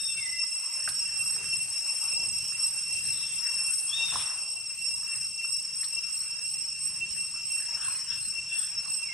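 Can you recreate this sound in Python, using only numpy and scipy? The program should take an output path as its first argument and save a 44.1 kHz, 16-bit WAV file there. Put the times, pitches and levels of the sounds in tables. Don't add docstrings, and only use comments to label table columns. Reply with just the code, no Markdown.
import sys
import numpy as np
from scipy import signal
from scipy.fft import rfft, irfft, next_fast_len
from scipy.io import wavfile
from scipy.ndimage import uniform_filter1d, map_coordinates

SR = 44100
rng = np.random.default_rng(int(sys.argv[2]) if len(sys.argv) > 2 else 0)


def ratio(d):
    e = np.asarray(d, float) / 20
    return 10 ** e


def file_out(sig):
    cols = np.atleast_2d(sig).T
    lim = np.clip(cols, -1, 1)
    pcm = np.round(lim * 32767).astype(np.int16)
    wavfile.write(sys.argv[1], SR, pcm)


N = 402633
BUCKLE_HZ = 542.7

# (time [s], strength [dB], left-right [dB])
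CHORUS_COURSE = [(0, -42.5, 2), (1, -40.5, 0), (1.6, -39.5, 2.5), (2.6, -40.5, 0.5), (3.6, -39.5, 3.5),
                 (4.3, -41.5, 1.5), (4.65, -45, 3), (4.9, -42, -0.5), (5.8, -42.5, 2.5), (6.4, -43, 1.5),
                 (7.1, -44, 0.5), (7.6, -42, 1), (8.4, -44, 3.5), (9.13, -43.5, 0.5)]
# (time [s], level [dB])
LITTER_STIR = [(0, -59.5), (.7, -60.5), (1.1, -56), (2.3, -56.5), (3.4, -58), (3.85, -58.5), (4.15, -51),
               (4.5, -62), (5.3, -62.5), (6.6, -60), (7.3, -61), (7.85, -56.5), (8.3, -60.5), (9.13, -59.5)]


def unit(x):
    return x / np.sqrt(np.mean(x ** 2) + 1e-20)


def along(points, hz):
    f, v = np.transpose(points)
    return np.interp(np.log(hz + 1), np.log(f + 1), v)


def curves(rows):
    s, *cols = np.transpose(rows)
    return [np.interp(np.arange(N) / SR, s, c) for c in cols]


def wobble(rate):
    knots = rng.standard_normal(int(N * rate / SR) + 4)
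    coarse = map_coordinates(knots, [np.arange(0, N + 64, 64) * rate / SR])
    return np.interp(np.arange(N), np.arange(len(coarse)) * 64, coarse)


def swells(rows):
    t = np.arange(0, N + 64, 64) / SR
    total_db = sum(db * np.exp(-.5 * ((t - s) / half) ** 2) for s, half, db in rows)
    return np.interp(np.arange(N) / SR, t, total_db)


def gate(t0, t1):
    t = np.arange(N) / SR
    return np.clip(np.minimum(t - t0, t1 - t) / 0.015 + 1, 0, 1)


def filtered(x, response):
    m = next_fast_len(x.shape[-1] + 8192)
    return irfft(rfft(x, m) * response(np.fft.rfftfreq(m, 1 / SR)), m)[..., :x.shape[-1]]


def pan(db):
    return ratio(np.array([db / 2, -db / 2]))


def rush(gain, patchy_db):
    # (frequency [Hz], left-right likeness [0-1])
    likeness = [(60, 0.84), (150, 0.99), (370, 0.63), (920, 0.76), (2300, 0.5), (5720, 0.35), (14200, 0.04)]
    z = signal.stft(rng.standard_normal((2, N)), nperseg=512)[2]
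    field = uniform_filter1d(rng.standard_normal(z.shape[1:]), size=6, axis=0)
    field = uniform_filter1d(field, size=12, axis=1)
    pair = signal.istft(z * ratio(patchy_db * unit(field)), nperseg=512)[1][:, :N]

    def mid_side_gain(hz):
        turn = np.arccos(np.clip(along(likeness, hz), -1, 1)) / 2
        return gain(hz) * np.array([np.cos(turn), np.sin(turn)])

    mid, side = filtered(pair, mid_side_gain)
    return unit(np.array([mid + side, mid - side]))


def shaped_rush(db, spectrum, patchy_db):
    return ratio(db) * rush(lambda hz: ratio(along(spectrum, hz)), patchy_db)


def trees(x, t60, wet_db):
    t = np.arange(SR // 2) / SR
    tail = rng.standard_normal((2, len(t))) * ratio(-60 * t / t60) * (t > .008)
    tail = tail / np.linalg.norm(tail[0])
    return x + ratio(wet_db) * signal.fftconvolve(x.mean(0)[None], tail, axes=1)[:, :N]


def throb():
    # (crest time [s], crest number, depth [dB])
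    crests = [(.19, 0, 2), (4.15, 11, 0.5), (6.2, 17, 4), (6.87, 19, 5), (8.95, 25, 7), (9.3, 26, 8)]
    crest, depth_db = curves(crests)
    return depth_db * np.cos(2 * np.pi * crest)


def far_rumble():
    # (frequency [Hz], density [dB per Hz])
    rumble_spectrum = [(12, -55), (20, -24), (51, -1), (102, 2.5), (177, 1.5), (261, -12.5), (336, -10),
                       (400, -16.5), (520, -19), (880, -120)]
    # (crest time [s], half length [s], swell [dB])
    gusts = [(.2, 0.059, 1), (.65, .2, -6.5), (.92, 0.047, 9.5), (1.45, 0.17, 8), (1.83, .1, -3.5),
             (2.3, 0.16, 9), (3.1, 0.22, 8.5), (4.16, 0.059, 13), (5.17, .12, 5), (7.0, 0.23, 6),
             (8.4, 0.57, 3)]
    db = -65 + swells(gusts) + 1.2 * wobble(5.9)
    return shaped_rush(db + 0.85, rumble_spectrum, patchy_db=1.9)


def stirred_leaves():
    # (frequency [Hz], density [dB per Hz])
    leaf_spectrum = [(150, -61), (250, -10.5), (339, -19), (483, -12.5), (961, -4), (1060, -2),
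                     (2290, -3.5), (2450, 1), (3180, -17), (5390, -120)]
    stir_db, = curves(LITTER_STIR)
    return shaped_rush(stir_db + 1.93 * wobble(7.1) + 2.16, leaf_spectrum, patchy_db=3.25)


def broad_hiss():
    # (frequency [Hz], density [dB per Hz])
    hiss_spectrum = [(2000, -46), (2350, -13), (2600, -1), (2900, -4), (3400, -18), (4600, -15),
                     (5250, 4), (5600, 0), (6200, -9), (7350, -11), (7800, -6), (8300, -30), (11000, -70)]
    stir_db, = curves(LITTER_STIR)
    mean_db = stir_db.mean()
    db = mean_db + 3.5 + 0.75 * (stir_db - mean_db) + 1.4 * wobble(7.4)
    return shaped_rush(db + 9.05, hiss_spectrum, patchy_db=2.8)


def far_swarm():
    # (frequency [Hz], density [dB per Hz])
    swarm_spectrum = [(6800, -40), (7500, -8), (7950, 0), (8300, -1), (8550, -5), (9900, -13), (10600, -12),
                      (11000, -11), (11450, -16), (11800, -30), (12300, -60), (14200, -120)]
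    chorus_db = curves(CHORUS_COURSE)[0]
    mean_db = chorus_db.mean()
    db = mean_db - 8 + 1.27 * (chorus_db - mean_db) + 0.25 * throb()
    return shaped_rush(db + 2.73, swarm_spectrum, patchy_db=3.2)


def other_insects():
    # (centre [Hz], width [Hz], rms level [dB])
    species = [(4220, 45, -64), (8690, 40, -57), (8430, 25, -63), (12040, 55, -63.5), (13520, 150, -64.5)]

    def bands(f):
        return sum(ratio(db) / np.sqrt(width) * np.exp(-.5 * ((f - hz) / width) ** 2)
                   for hz, width, db in species)

    total = np.linalg.norm(ratio([db for _, _, db in species]))
    return total * ratio(0.97 * throb()) * rush(bands, patchy_db=4.0)


def litter(bursts, side_db, grain_db):
    out = np.zeros((2, N + SR))
    for s, length, hz, width, db in bursts:
        n = round(length * SR)
        grain = np.repeat(rng.standard_normal(200), 150)[:n]
        crackle = rng.standard_normal((3, SR // 2))[:, :n] * ratio(grain_db * grain)
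        shared, left, right = filtered(crackle, lambda f: np.exp(-.5 * (f / (.5 * width)) ** 2))
        carrier = np.sin(2 * np.pi * hz * np.arange(n) / SR)
        burst = unit(np.array([shared + .5 * left, shared + .5 * right]) * carrier)
        out[:, round(s * SR):][:, :n] += ratio(db) * burst * np.sqrt(np.hanning(n))
    return pan(side_db)[:, None] * out[:, :N]


def scuffles():
    # (start [s], length [s], centre [Hz], width [Hz], rms level [dB])
    hoarse_bursts = [(3.02, .15, 4150, 350, -54), (3.1, .18, 3750, 450, -49), (3.18, .25, 3400, 500, -53),
                     (3.42, 0.098, 1900, 690, -49), (4.09, 0.14, 1250, 1000, -48),
                     (4.1, 0.16, 3570, 750, -43), (.14, .14, 3630, 220, -54),
                     (7.55, 0.13, 1715, 400, -55.5), (7.72, 0.22, 1510, 550, -50.5),
                     (7.8, 0.099, 3300, 900, -52.5), (7.83, 0.21, 4230, 250, -54),
                     (7.86, 0.072, 1050, 81, -51), (8.06, .12, 1580, 720, -51.5),
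                     (8.08, 0.092, 3300, 1100, -49), (8.45, 0.26, 3420, 360, -52),
                     (9.04, 0.11, 2300, 520, -63), (8.47, 0.26, 1650, 330, -56.5),
                     (2.05, 0.28, 640, 905, -58.5), (1.33, 0.13, 435, 120, -62),
                     (4.25, .41, 885, 700, -60.5)]
    return litter(hoarse_bursts, side_db=2.5, grain_db=2.0)


def dragged_leaves():
    # (start [s], length [s], centre [Hz], width [Hz], rms level [dB])
    hisses = [(3.52, 0.3, 8750, 1510, -38.5), (3.72, 0.2, 9170, 1600, -39), (3.8, .45, 7480, 5000, -48),
              (4.12, 0.15, 8900, 2000, -36.5), (4.79, 0.22, 9240, 2200, -46.5), (.87, .07, 9000, 1600, -39)]
    return litter(hisses, side_db=-7, grain_db=-2.5)


def twigs():
    # (time [s], peak level [dB], ring [Hz], left-right [dB])
    ticks = [(0.431, -41, 1144, 9), (0.876, -28, 1525, 10), (.878, -42.5, 710, 9), (1.26, -49, 1320, 14),
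             (1.362, -43, 1470, -2.5), (2.522, -46.5, 1420, -6), (4.126, -37, 980, 0.5),
             (4.157, -29.5, 1030, 5), (5.414, -47, 2260, -3), (5.446, -50, 1270, -8), (5.831, -38, 1860, 3),
             (7.765, -122, 1410, -5), (8.61, -61, 1670, 4)]
    # (time [s], peak level [dB], ring [Hz], left-right [dB])
    snaps = [
        (0.8884, -30.5, 4480, 2.0),
        (5.8411, -34.5, 4300, 5),
        (0.8884, -29.5, 9300, -9),
    ]
    out, t = np.zeros((2, N + SR)), np.arange(SR // 20) / SR
    for s, db, hz, side_db in ticks + snaps:
        ring = np.sin(2 * np.pi * hz * t) * ratio(-60 * t / 0.013) * (1 - np.exp(-t / 0.00064))
        edge = filtered(rng.standard_normal(len(t)),
                        lambda f: np.exp(-.5 * (np.log(f / hz + 1e-9) / 0.24) ** 2))
        knock = ring + 0.33 * unit(edge) * ratio(-60 * t / 0.058)
        out[:, round(s * SR):][:, :len(t)] += pan(side_db)[:, None] * ratio(db + 5.5) * knock
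    return out[:, :N]


def monkey():
    # (time [s], strongest overtone [Hz], level [dB], roughness [0-1])
    squeal = [
        (3.89, 3260, -49, 0.5),
        (3.92, 3326, -38, 0.65),
        (3.96, 3718, -34, 0.24),
        (4.059, 3666, -38, 0.22),
        (4.11, 3540, -45, 0.2),
        (4.13, 3550, -49, 0.4),
    ]
    # (multiple of the voice pitch, level [dB])
    throat = [(1, -33), (2, -26), (4, 1), (5, -27), (10, -18)]
    hz, db, rough = curves(squeal)
    rough = np.clip(rough, 0, 1)
    pitch = hz / 4 * (1 + .03 * rough * wobble(120))
    phase = 2 * np.pi * np.cumsum(pitch) / SR
    voice = sum(ratio(level) * np.sin(k * phase) for k, level in throat)
    loudness = gate(squeal[0][0], squeal[-1][0]) * ratio(db + 2.0 + 7.7 * rough * wobble(90))
    return pan(1.4)[:, None] * loudness * voice


def bird():
    # (time [s], pitch [Hz], level [dB])
    whistles = [
        [(0.0, 3697, -46.5), (0.1, 3644, -46), (0.125, 3500, -54), (0.145, 3340, -60)],
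        [(0.16, 2300, -54), (.2, 2190, -47), (0.254, 2025, -45.5), (0.448, 2036, -50.5), (0.476, 2010, -67),
         (0.5, 2146, -70)],
        [(0.54, 1950, -69), (0.55, 2044, -66), (0.77, 2050, -67), (0.8, 2080, -69)],
        [(9.03, 2550, -58), (9.1, 2154, -50.5), (9.13, 2117, -38)],
    ]
    hz, level = np.zeros(N), np.zeros(N)
    for rows in whistles:
        pitch, db = curves(rows)
        on = gate(rows[0][0], rows[-1][0])
        hz = np.where(on > 0, pitch, hz)
        level = level + on * ratio(db)
    grain = ratio(2.0 + 4.3 * wobble(45.2))
    phase = 2 * np.pi * np.cumsum(hz * (1 + 0.0076 * wobble(90))) / SR
    return pan(3.8)[:, None] * level * grain * np.sin(phase)


def drumming_choir():
    # (multiple, level [dB])
    drum = [(4, -33), (5, -4), (6, -28), (7, -30), (8, -31), (9, -21), (10, 3.5), (11, -16), (12, -17),
            (13, -22), (14, -18), (15, -1.5), (16, -15), (17, -21), (18, -24), (19, -26), (20, -11.5),
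            (21, -42)]
    count, spread, drift = 14, .0052, .002
    flutter_db, port_lag_s = 3.5, 2.8e-5
    size = 2 ** 15
    turn = np.arange(size) / size
    choir = np.zeros((2, N))
    lags = (-1) ** np.arange(count) * rng.uniform(0.53, 1.53, count)
    for detune, lag in zip(np.linspace(-1.7, 1.7, count), lags):
        cycle = sum(ratio(db + rng.normal(0, 1)) * np.sin(2 * np.pi * (k * turn + rng.random()))
                    for k, db in drum)
        rate = 1 + spread * detune + drift * wobble(18)
        place = (np.cumsum(rate) * (BUCKLE_HZ * size / SR)).astype(int)
        near = ratio(-3.8 * detune ** 2) * (1 + (ratio(flutter_db) - 1) * wobble(24))
        shift = round(.5 * lag * port_lag_s * BUCKLE_HZ * size)
        choir += near * [cycle[(place + shift) % size], cycle[(place - shift) % size]]
    return unit(choir)


def cicadas():
    # (multiple, level over the chorus [dB], left-right [dB], share of the throb,
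    # flicker [dB])
    ribs = [
        (5, -8, 1, 0.0071, 3),
        (10, 0.8, -1.5, 0.042, 0),
        (15, -0.68, -1.9, 1, 1.2),
    ]
    # (time [s], swell [dB])
    low_step = [(0.182, 15), (.42, 9), (0.959, -14), (1.22, 11), (1.521, 14.5), (2.24, 7), (2.47, -11),
                (2.57, 7.5), (2.97, 7.5), (3.28, 7.5), (3.6, 11), (3.762, -9), (4.03, 14), (4.83, 12.5),
                (5.13, 7), (5.42, 10), (5.98, 11.5), (6.2, -15), (6.43, 7), (6.66, -24), (7.018, 12.5),
                (7.2, 7.5), (7.6, 6.5), (8.0, -53), (8.12, 4.5), (8.372, 14.5), (8.541, 15.5), (8.7, -7),
                (9.04, 10)]
    # (time [s], swell [dB])
    middle_step = [(.07, 4), (.18, -5.5), (.42, 6), (1.02, 5.5), (1.22, -2.5), (1.42, -9), (1.67, -10.5),
                   (1.87, 2.5), (2.17, 6), (2.64, 5.5), (2.75, -4), (3.02, -9), (3.33, -9), (3.46, 5.5),
                   (3.62, 5), (3.72, -4.5), (3.84, -9), (4.78, -6.5), (4.87, 6.5), (5.55, 7), (6.0, 4.5),
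                   (6.66, 5), (7.03, -8), (7.73, 5), (7.88, -6.5), (8.11, 5), (8.24, -7), (8.32, 3.5),
                   (8.62, -4), (8.77, 7)]
    # (time [s], swell [dB])
    high_step = [(.35, 0), (.56, 0.5), (.69, -3), (1.12, -3), (1.22, 2), (1.42, -2.5), (1.62, 2),
                 (2.1, 1.5), (2.64, 7), (2.85, 0.5), (3.5, -4), (3.73, 2.5), (4.0, -4.5), (4.83, 2),
                 (5.42, -4.5), (5.82, 1.5), (6.2, -2), (6.87, 4), (7.22, -0.5), (7.55, 1.5), (8.6, 2.5)]
    step_s, settle = 0.028, round(.13 * SR)
    choir = drumming_choir()
    strength_db, place_db = curves(CHORUS_COURSE)
    out, rest = 0, choir
    for rib_row, steps in zip(ribs, (low_step, middle_step, high_step)):
        rib, rib_db, rib_side_db, share, flicker_db = rib_row
        db = strength_db + rib_db + share * throb() + flicker_db * wobble(17)
        db = db + swells([(s, step_s, swell) for s, swell in steps])
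        side_db = place_db + rib_side_db + 1.3 * wobble(1.54)
        band = filtered(choir, lambda hz: abs(hz / BUCKLE_HZ - round(rib)) < .5)
        rest = rest - band
        slow = uniform_filter1d(uniform_filter1d(np.mean(band, 0) ** 2, settle), settle)
        out = out + ratio(db + 4.0) * pan(side_db) * band / np.sqrt(np.abs(slow) + 1e-12)
    swell_db = uniform_filter1d(db, round(.07 * SR))
    top = filtered(rest, lambda hz: hz > 15.5 * BUCKLE_HZ)
    weak = rest - top + top * ratio(1.35 * (swell_db - swell_db.mean()))
    return out + ratio(8.0 + strength_db) * weak


def scene():
    air = far_rumble() + stirred_leaves() + broad_hiss() + far_swarm()
    calls = trees(bird() + monkey() + scuffles(), t60=0.44, wet_db=-2.5)
    near = trees(twigs() + dragged_leaves(), t60=0.55, wet_db=-7)
    return cicadas() + other_insects() + air + calls + near


def band_limit(x):
    return signal.sosfilt(signal.butter(12, 14830, fs=SR, output="sos"), x)


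def record(dry):
    # (frequency [Hz], response [dB])
    mic_response = [(100, 0), (11300, 0), (11800, -6), (13800, -8), (14600, -20), (15000, -40)]
    mix = filtered(dry, lambda hz: ratio(along(mic_response, hz)))
    return band_limit(mix)


dry = scene()
out = record(dry)
file_out(out)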